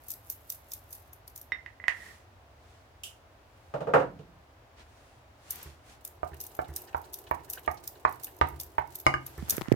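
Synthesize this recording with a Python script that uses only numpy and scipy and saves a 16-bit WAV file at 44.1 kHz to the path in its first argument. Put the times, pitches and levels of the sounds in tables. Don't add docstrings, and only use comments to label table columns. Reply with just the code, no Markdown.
import sys
import numpy as np
from scipy import signal
from scipy.fft import rfft, irfft, next_fast_len
from scipy.io import wavfile

SR = 44100
rng = np.random.default_rng(int(sys.argv[2]) if len(sys.argv) > 2 else 0)


def dump(signal):
    limited = np.clip(np.atleast_2d(signal).T, -1, 1)
    pcm = np.round(limited * 32767).astype(np.int16)
    wavfile.write(sys.argv[1], SR, pcm)


N = 429975
TIME = np.arange(N) / SR
RING_TIME, BURST_TIME = TIME[:SR // 2], TIME[:SR // 50]
SHAKING_S, STIRRING_S, HANDLING_S = (0, 1.1), (6.3, 9.9), (9.57, 11)
LOW_CUT_HZ, CUTOFF_HZ = 55, 16500


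def from_db(db):
    return 10 ** (np.asarray(db) / 20)

def rms_one(x):
    return x / np.sqrt(np.mean(x ** 2) + 1e-20)

def peak_one(x):
    return x / np.abs(x).max()

def at_hz(points, hz):
    table_hz, value = np.transpose(points)
    return np.interp(np.log(np.maximum(hz, 1)), np.log(table_hz), value)

def add(track, start_s, sound):
    part = track[..., round(start_s * SR):][..., :sound.shape[-1]]
    part += sound[..., :part.shape[-1]]

def sides(pan_db):
    return from_db([[min(pan_db, 0)], [min(-pan_db, 0)]])

def late_right(x, lag_s):
    return np.array([x[0], np.interp(TIME - lag_s, TIME, x[1])])

def soften(x, hz, order=2):
    return signal.sosfilt(signal.butter(order, min(hz, .45 * SR), fs=SR, output="sos"), x)

def resonate(x, hz, width_hz):
    return signal.lfilter(*signal.iirpeak(hz, hz / width_hz, fs=SR), x)

def decay(t60, t=RING_TIME):
    return from_db(-60 * t / t60)

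def ring(hz, t60):
    return np.sin(2 * np.pi * hz * RING_TIME) * decay(t60)

def click(spectrum, size=4096):
    cepstrum = irfft(np.log(from_db(at_hz(spectrum, np.fft.rfftfreq(size, 1 / SR)))))
    cepstrum[1:size // 2] *= 2
    cepstrum[size // 2 + 1:] = 0
    return irfft(np.exp(rfft(cepstrum)))

def burst(pulse, t60):
    return signal.fftconvolve(rng.standard_normal(len(BURST_TIME)) * decay(t60, BURST_TIME), pulse)

def grains(spectrum, per_s, spread_db):
    sizes = from_db(spread_db * np.minimum(rng.exponential(1, N), 4)) * rng.standard_normal((2, N))
    impulses = sizes * (rng.random(N) < per_s / SR)
    return rms_one(signal.fftconvolve(impulses, click(spectrum)[None])[:, :N])

def swell(centre_s, length_s):
    return np.exp(-np.minimum((2 * (TIME - centre_s) / length_s) ** 2, 20))

def spell(span, ramp_s=0.037):
    return np.clip(np.minimum(TIME - span[0], span[1] - TIME) / ramp_s + .5, 0, 1)

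def stroke(lead_s=0.0031):
    knocks_s = np.array(SPOON_KNOCKS)[:-1, 0]
    turns = np.interp(TIME + lead_s, knocks_s, np.arange(len(knocks_s)))
    return np.sin(np.pi * turns) ** 2


# frequency_hz, correlation
COHERENCE = [(100, 0.95), (350, 0.92), (650, 0.43), (1300, 0)]
def diffuse(size):
    hz = np.fft.rfftfreq(size, 1 / SR)
    alike = at_hz(COHERENCE, hz)
    mid, side = rfft(rng.standard_normal((2, size)))
    return hz, (np.sqrt(1 + alike) * mid + np.sqrt(1 - alike) * side * [[1], [-1]]) / np.sqrt(2)

def noise(spectrum):
    hz, white = diffuse(2 * next_fast_len(N // 2 + 1))
    return rms_one(irfft(white * from_db(at_hz(spectrum, hz)))[:, :N])

# frequency_hz, t60_s
ROOM_DECAY = [(100, 1), (500, 0.28), (15000, 0.25)]
def kitchen(x, near_db, near_t60, tail_db):
    size = 2 * (len(RING_TIME) // 2)
    t = RING_TIME[:size]
    hz, white = diffuse(size)
    octave = np.round(np.log2(np.maximum(hz, 64)))
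    tail = sum(irfft(white * (octave == k)) * decay(at_hz(ROOM_DECAY, 2 ** k), t)
               for k in np.unique(octave))
    tail = rms_one(tail * (1 - np.exp(-t / 0.0055)))
    near = rms_one(irfft(diffuse(size)[1]) * decay(near_t60, t) * (1 - np.exp(-t / 0.0007)))
    echoes = (from_db(near_db) * near + from_db(tail_db) * tail) / np.sqrt(size)
    return x + signal.fftconvolve(np.atleast_2d(x), echoes, axes=1)[:, :N]

# frequency_hz, level_db
AIR_SPECTRUM = [(25, -7.5), (50, -1), (87, 0), (140, -11), (175, -23), (270, -14.5), (450, -17),
                (650, -11.5), (2000, -23), (6200, -35.5), (9000, -41.5)]
def air(level_db=-56):
    return from_db(level_db) * noise(AIR_SPECTRUM)

# frequency_hz, level_db
CLOTH_SPECTRUM = [(1500, 6), (5000, 0.5), (16000, -3.5)]
# centre_s, length_s, level_db, cutoff_hz
ARM_REACHES = [(2.058, 0.25, -51.5, 12000), (2.718, 0.27, -62.5, 8900), (3.651, 0.43, -69, 14000),
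               (4.803, 0.058, -50.5, 5300), (5.02, 0.38, -62, 10000), (5.587, 0.26, -48, 9900),
               (5.91, 0.11, -53, 11000), (9.502, 0.45, -52, 13000)]
def sleeve(reach_db=-2, shaking_db=-72, stirring_db=-86, stroke_db=8, crinkle_db=-7):
    cloth = noise(CLOTH_SPECTRUM)
    cloth += from_db(crinkle_db) * grains(CLOTH_SPECTRUM, per_s=600, spread_db=2.5)
    reaching = sum(from_db(db + reach_db) * swell(s, length_s) * soften(cloth, cutoff_hz)
                   for s, length_s, db, cutoff_hz in ARM_REACHES)
    shaking = from_db(shaking_db) * spell(SHAKING_S)
    stirring = from_db(stirring_db + stroke_db * stroke()) * spell((STIRRING_S[0], TIME[-1]))
    return reaching + (shaking + stirring) * cloth

# frequency_hz, level_db
TICK_SPECTRUM = [(1000, -50), (2200, -17), (6000, -5), (9000, -3.5), (12500, 6), (15500, -0.5),
                 (17000, -23.5)]
def spice(level_db=-62, swing_db=7, period_s=0.218, first_turn_s=0.11, lead_s=0.0217):
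    slide = np.cos(2 * np.pi * (TIME + lead_s - first_turn_s) / period_s)
    flow = from_db(level_db + swing_db * slide) * spell(SHAKING_S)
    return flow * grains(TICK_SPECTRUM, per_s=2000, spread_db=4)

def pop(hz, length_s=0.0098, cycles=14, scatter_octaves=0.81, spread_db=5, count=12):
    out = np.zeros(len(RING_TIME))
    add(out, 0, ring(hz, cycles / hz))
    for delay, pitch, size in zip(rng.exponential(1, count), *rng.standard_normal((2, count))):
        snap_hz = min(hz * 2 ** (scatter_octaves * pitch), CUTOFF_HZ)
        snap_db = spread_db * (min(size, 1) - 1 - delay)
        add(out, delay * length_s, from_db(snap_db) * ring(snap_hz, cycles / 2 / snap_hz))
    return peak_one(out)

# start_s, level_db, pitch_hz
POCKET_POPS = [(6.333, -44, 1860), (6.874, -49.5, 4900), (7.268, -45, 3360), (7.574, -40, 1600),
               (7.772, -46, 5130)]
# frequency_hz, level_db
DRAG_SPECTRUM = [(150, -67), (260, -14), (380, 0), (520, -12), (700, -6), (1000, -9.5), (2000, -47),
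                 (8000, -93)]
CRACKLE_SPECTRUM = [(1500, 0), (6000, 0.5), (16000, 2.5)]
def cereal(drag_db=-55, loosen_db_per_s=1.5, large_db=-1, small_db=-55, crackle_db=-71, stroke_db=5):
    pops = np.zeros(N)
    for s, db, hz in POCKET_POPS:
        add(pops, s, from_db(db + large_db) * pop(hz))
    start, end = STIRRING_S
    for when, pitch, size in rng.random((45, 3)):
        small_pop = 2 * size * pop(hz=1700 * 3 ** pitch, length_s=0.028)
        add(pops, start + when * (end - start), from_db(small_db) * small_pop)
    effort = spell(STIRRING_S, ramp_s=1) * from_db(-loosen_db_per_s * (TIME - start))
    crackle = effort * grains(CRACKLE_SPECTRUM, per_s=360, spread_db=6)
    crackle *= from_db(crackle_db + stroke_db * stroke())
    drag = from_db(drag_db) * effort * noise(DRAG_SPECTRUM)
    return sides(-2) * (drag + kitchen(pops + crackle, near_db=10, near_t60=0.069, tail_db=-7))

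# pitch_hz, t60_s, level_db
BOARD_MODES = [(75, 0.3, 8.5), (142, 0.23, -0.5), (335, 0.3, -6.5), (394, 0.2, -6.5)]
# frequency_hz, level_db
SCUFF_SPECTRUM = [(200, 10), (700, 23), (2000, 24), (3500, -20), (9000, -20)]
# start_s, level_db
BOWL_ROCKS = [(5.659, -39), (6.317, -38.5), (6.688, -34.5), (8.522, -37.5), (9.38, -31)]
def board(thud_db=3, scuff_db=-9, scuff_t60=0.17):
    out = np.zeros(N)
    thud = peak_one(sum(from_db(db) * ring(hz, t60) for hz, t60, db in BOARD_MODES))
    for s, db in BOWL_ROCKS:
        grit = rng.standard_normal(len(RING_TIME)) ** 3 * decay(scuff_t60)
        scuff = peak_one(signal.fftconvolve(grit, click(SCUFF_SPECTRUM)))
        add(out, s, from_db(db + thud_db) * thud)
        add(out, s, from_db(db + scuff_db) * scuff)
    return out * sides(-2.6)

# frequency_hz, level_db
CAP_SPECTRUM = [(2100, -23), (2950, 4), (4200, -17), (5200, -10.5), (7400, -8.5), (12500, -13),
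                (16000, -20.5)]
# start_s, level_db
CAP_CLICKS = [(3.035, -26), (3.048, -37.5)]
def cap():
    out = np.zeros(N)
    for s, db in CAP_CLICKS:
        add(out, s, from_db(db) * peak_one(click(CAP_SPECTRUM)))
    return kitchen(out * sides(-3.5), near_db=10, near_t60=0.044, tail_db=12.5)

# frequency_hz, level_db
DOOR_SPECTRUM = [(50, -12), (140, -7), (270, -5.5), (420, 2.5), (1400, 8.5), (7000, -19), (15000, -33)]
CATCH_SPECTRUM = [(800, -27), (2800, -1), (15000, -28.5)]
# pitch_hz, width_hz, level_db
PANEL_MODES = [(137, 21, -12), (200, 44, 7.5), (284, 32, -1), (515, 98, 8), (677, 360, -2)]
# start_s, level_db, hollow_hz, catch_db
DOOR_IMPACTS = [(3.7388, -27.5, 590, -41.5), (3.806, -31, 600, -42.5), (3.871, -28, 470, -46.5),
                (3.889, -32, 506, -53), (3.937, -10.5, 515, -27), (3.944, -25.5, 497, -40),
                (3.958, -21, 515, -47), (3.998, -25, 486, -40), (4.19, -49.5, 440, -50.5)]
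def door(gain_db=-0.5, bright_hz=2400, db_per_octave=17, hollow_db=12, tick_db=-4,
         tone_db=-8, tone_rise_s=0.007, boom_hz=139, boom_db=-27, boom_db_per_db=0.24):
    hits, boom, tone = np.zeros((3, N))
    knock = click(DOOR_SPECTRUM)
    for s, db, hollow_hz, catch_db in DOOR_IMPACTS:
        rings = sum(from_db(mode_db + rng.normal(0, 2)) * resonate(knock, hz, width_hz)
                    for hz, width_hz, mode_db in PANEL_MODES)
        rings += from_db(hollow_db) * resonate(knock, hollow_hz, width_hz=55)
        panel = soften(knock + rings, bright_hz * 2 ** (db / db_per_octave))
        add(hits, s, from_db(db + gain_db) * peak_one(panel))
        add(hits, s, from_db(catch_db + tick_db) * peak_one(click(CATCH_SPECTRUM)))
        swelling = ring(hollow_hz, t60=0.19) * (1 - np.exp(-RING_TIME / tone_rise_s))
        add(tone, s, from_db(db + tone_db) * peak_one(swelling))
        cabinet = ring(boom_hz * rng.uniform(0.82, 1.173), t60=0.24)
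        add(boom, s, from_db(boom_db + boom_db_per_db * db) * cabinet)
    dry_part = soften(boom, 2 * boom_hz) + late_right([tone, tone], lag_s=0.00037)
    return sides(-2.8) * (dry_part + kitchen(hits, near_db=12, near_t60=0.12, tail_db=12))

def jar_slide(hz=1890, width_hz=260, settle_db=-30, settle_t60=0.056, push_db=-49):
    age = TIME - JAR_IMPACTS[-1][0]
    settling = (age > 0) * from_db(settle_db) * decay(settle_t60, np.clip(age, 0, 1))
    push = from_db(push_db) * swell(centre_s=2.01, length_s=0.24)
    singing = resonate(resonate(rng.standard_normal(N), hz, width_hz), hz, width_hz)
    return (settling + push) * rms_one(singing)

# pitch_hz, level_db
GLASS_MODES = [(3688, -23), (5432, -29)]
# frequency_hz, level_db
CLACK_SPECTRUM = [(300, -37), (650, -13.5), (1500, -10), (1900, 9.5), (2300, -7), (2700, -8), (3800, -22.5),
                  (15000, -28.5)]
# start_s, level_db, pitch_hz, t60_s, overtone_db, clack_db, cutoff_hz
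JAR_IMPACTS = [(1.5203, -17.5, 2056, 0.08, 5.5, 2, 4200), (1.662, -28.5, 2050, 0.03, -8, 13, 5000),
               (1.8, -35, 2030, 0.04, -38.5, 0.5, 2220), (1.840, -26, 2010, 0.018, -45.5, -4.5, 2800),
               (1.882, -8, 1950, 0.025, -50, 22.5, 6620)]
def jar(gain_db=2, twin_db=-9, split_hz=130, hum_db=-24):
    out = np.zeros(N)
    clack = peak_one(click(CLACK_SPECTRUM, size=len(RING_TIME)))
    hum = from_db(hum_db) * ring(hz=2030, t60=0.3)
    for s, db, main_hz, t60, overtone_db, clack_db, cutoff_hz in JAR_IMPACTS:
        pair = ring(main_hz, t60) + from_db(twin_db) * ring(main_hz - split_hz, t60 / 2)
        overtones = sum(from_db(mode_db + overtone_db) * ring(hz, t60=0.12)
                        for hz, mode_db in GLASS_MODES)
        tap = soften(pair + hum + overtones + from_db(clack_db) * clack, cutoff_hz)
        add(out, s, from_db(db + gain_db) * peak_one(tap))
    return kitchen((out + jar_slide()) * sides(-8), near_db=-5, near_t60=0.13, tail_db=-7)

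# frequency_hz, level_db
SKIN_SPECTRUM = [(150, 8.5), (1800, -1), (3000, -9), (16000, -27)]
# centre_s, length_s, level_db
GRIP_SLIPS = [(9.527, 0.084, -40.5)]
# start_s, thud_db, pan_db, thud_hz, scratch_db
PORT_BUMPS = [(9.425, -23.5, -16, 193, -34), (9.581, -19, -18, 400, -17.5), (9.612, -27, 15, 340, -19),
              (9.618, -26, 18, 332, -18), (9.684, -22, -28, 274, -21), (9.718, -1.5, -49, 353, -16.5),
              (9.724, -39, 36, 298, -15), (9.740, -23, 0, 380, -39)]
def fingers(rub_db=-50, thud_cycles=4.5, body_db=-15):
    rubbing = spell(HANDLING_S, ramp_s=0.01) * grains(SCUFF_SPECTRUM, per_s=390, spread_db=0)
    slipping = sum(from_db(db) * swell(s, length_s) for s, length_s, db in GRIP_SLIPS)
    out = from_db(rub_db) * rubbing + slipping * grains(SKIN_SPECTRUM, per_s=2200, spread_db=5.5)
    body = from_db(body_db) * ring(hz=115, t60=0.11)
    for s, thud_db, pan_db, thud_hz, scratch_db in PORT_BUMPS:
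        scratch = peak_one(burst(click(SKIN_SPECTRUM), t60=0.0049))
        thud = peak_one(soften(ring(thud_hz, thud_cycles / thud_hz), 2 * thud_hz) - body)
        add(out, s, from_db(thud_db) * thud * sides(pan_db))
        add(out, s, from_db(scratch_db) * scratch * sides(pan_db))
    return out

# start_s, level_db
BEAD_CLASHES = [(0.084, -25), (0.104, -17.5), (0.116, -25.5), (0.300, -19), (0.322, -29.5), (0.501, -19),
                (0.522, -25.5), (0.7184, -27), (0.735, -23.5), (0.907, -36), (0.928, -25.5), (0.950, -35),
                (1.132, -34.5), (1.278, -32.5), (1.360, -29.5), (1.377, -30.5), (1.414, -30.5),
                (5.5069, -14), (5.557, -30), (5.629, -30.5), (6.0502, -21.5), (6.403, -27.5),
                (6.411, -22.5), (6.439, -28), (6.466, -31), (6.571, -42), (6.7621, -15), (6.819, -32),
                (6.967, -39), (7.133, -28), (7.141, -23.5), (7.188, -31), (7.5, -18), (7.534, -23),
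                (7.714, -31.5), (7.876, -21), (8.125, -33.5), (8.235, -24.5), (8.244, -21.5), (8.487, -32),
                (8.5998, -21.5), (8.611, -25), (8.955, -22.5), (9.0, -27), (9.265, -25.5), (9.497, -5.5),
                (9.506, -13), (9.567, -24)]
def bead_touches(jostle_db=-15, jostle_s=0.023, spread_db=4, loose_db=-40, loose_count=30):
    jostles = [(s + jostle_s * (offset + .5), min(db + jostle_db, -33) + spread_db * strength)
               for s, db in BEAD_CLASHES for offset, strength in rng.uniform(-0.84, 1, (3, 2))]
    start, end = STIRRING_S
    loose = [(start + (end - start) * (k + offset) / loose_count, loose_db + spread_db * strength)
             for k, (offset, strength) in enumerate(rng.uniform(-1, 1, (loose_count, 2)), 1)]
    return list(BEAD_CLASHES) + jostles + loose

def beads(rings_hz=(12950, 13700), ring_db=-5, detune=0.059, pan_db=-1.8, swing_db=3,
          grit_db=-24, grit_rise_s=0.0038, grit_fall_s=0.012):
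    out, tick = np.zeros((2, N)), click(TICK_SPECTRUM, size=1024)
    for s, db in bead_touches():
        chatter = burst(tick, t60=0.0042)
        pitch, place = rng.uniform(-1, 1, 2)
        rings = sum(resonate(chatter, hz * (1 + detune * pitch), width_hz=1500) for hz in rings_hz)
        touch = peak_one(chatter + from_db(ring_db) * rings)
        add(out, max(s, 0), from_db(db) * touch * sides(pan_db + swing_db * place))
    grinding, age = np.zeros(N), RING_TIME - 0.05
    swish = np.exp(np.minimum(age / grit_rise_s, -age / grit_fall_s))
    for s, db in BEAD_CLASHES:
        add(grinding, max(s + age[0], 0), from_db(db + grit_db) * swish)
    out += grinding * grains(TICK_SPECTRUM, per_s=6600, spread_db=4.5)
    return kitchen(late_right(out, lag_s=0.00032), near_db=2, near_t60=0.015, tail_db=-7)

# frequency_hz, level_db
WOOD_SPECTRUM = [(220, -15), (480, -5), (900, 9), (2200, -6.5), (2550, -17), (3500, -32.5), (7000, -22.5)]
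def wood_clack(t60=0.031):
    colour = from_db(at_hz(WOOD_SPECTRUM, np.fft.rfftfreq(len(RING_TIME), 1 / SR)))
    return rms_one(irfft(colour * rfft(rng.standard_normal(len(RING_TIME))))) * decay(t60)

# pitch_hz, t60_s, wall_db, rim_db
# A mode's level is 2 * wall_db for a blow on the inner wall, wall_db + rim_db on the rim.
BOWL_MODES = [(77, 0.16, -8.5, -21), (134, 0.23, -14, -16), (350, 0.044, -16.5, -7.5),
              (711, 0.086, -6, -26.5), (824, 0.15, -9.5, -24), (932, 0.034, -6, -28),
              (1077, 0.12, -12.5, -45), (1209, 0.064, -8.5, -6.5), (1290, 0.039, -16.5, -14),
              (1605, 0.016, -9, -10), (1720, 0.024, -20, -11), (2160, 0.03, -7, -8.5),
              (2870, 0.076, -25, -1), (5020, 0.075, -40, 3)]
# frequency_hz, pan_db
WALL_PAN = [(100, 2.5), (380, -9.5)]
# start_s, strength_db, pitch_hz, rim_fraction (0 inner wall, 1 rim), wood_db
SPOON_KNOCKS = [(6.231, -17, 712, 0, -9), (6.590, -15.5, 723, 0.38, -4), (6.946, -15, 926, 0, -6.5),
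                (7.312, -12.5, 965, 0, 1), (7.677, -12, 730, 0, 3.5), (8.0505, -7, 930, 0.17, 6),
                (8.413, -6, 947, 0.3, -3.5), (8.782, -11, 901, 0, 3), (9.066, -4.5, 1215, 0.99, -15.5),
                (9.14, -14, 1215, 1, -22)]
def spoon(gain_db=-17, knock_db=-0.5, crack_db=1, bright_hz=3300, db_per_octave=20, rim_octaves=0.98):
    out = np.zeros((2, N))
    for s, db, knock_hz, rim, wood_db in SPOON_KNOCKS:
        wall = 1 - rim
        blow = np.zeros((2, len(RING_TIME)))
        for hz, t60, wall_db, rim_db in BOWL_MODES:
            mode_db = (1 + wall) * wall_db + rim * rim_db + rng.normal(0, 3.5)
            blow += from_db(mode_db) * ring(hz, t60) * sides(wall * at_hz(WALL_PAN, hz))
        wood = from_db(wood_db) * wood_clack() + wall * from_db(knock_db) * ring(knock_hz, t60=0.047)
        blow += wood * sides(wall * at_hz(WALL_PAN, knock_hz))
        blow -= 0.73 * resonate(blow, hz=231, width_hz=106)
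        blow[:, 0] += rim * from_db(crack_db)
        cutoff_hz = bright_hz * 2 ** (db / db_per_octave + rim_octaves * rim)
        blow = rms_one(soften(blow, cutoff_hz)[:, :SR // 4]) / 2
        add(out, s, from_db(db + gain_db) * blow)
    out = late_right(out, lag_s=0.00058)
    bass = soften(out, hz=235, order=1)
    return bass + kitchen(out - bass, near_db=-7, near_t60=0.092, tail_db=-7.5)


def scene():
    background = air()
    sources = spoon() + board() + beads() + spice() + jar() + cap() + door() + fingers()
    return sources + cereal() + sleeve() + background

def record(dry):
    thin = signal.sosfilt(signal.butter(3, LOW_CUT_HZ, "high", fs=SR, output="sos"), dry)
    return signal.sosfilt(signal.ellip(10, .2, 70, CUTOFF_HZ, fs=SR, output="sos"), thin)


dry = scene()
out = record(dry)
dump(out)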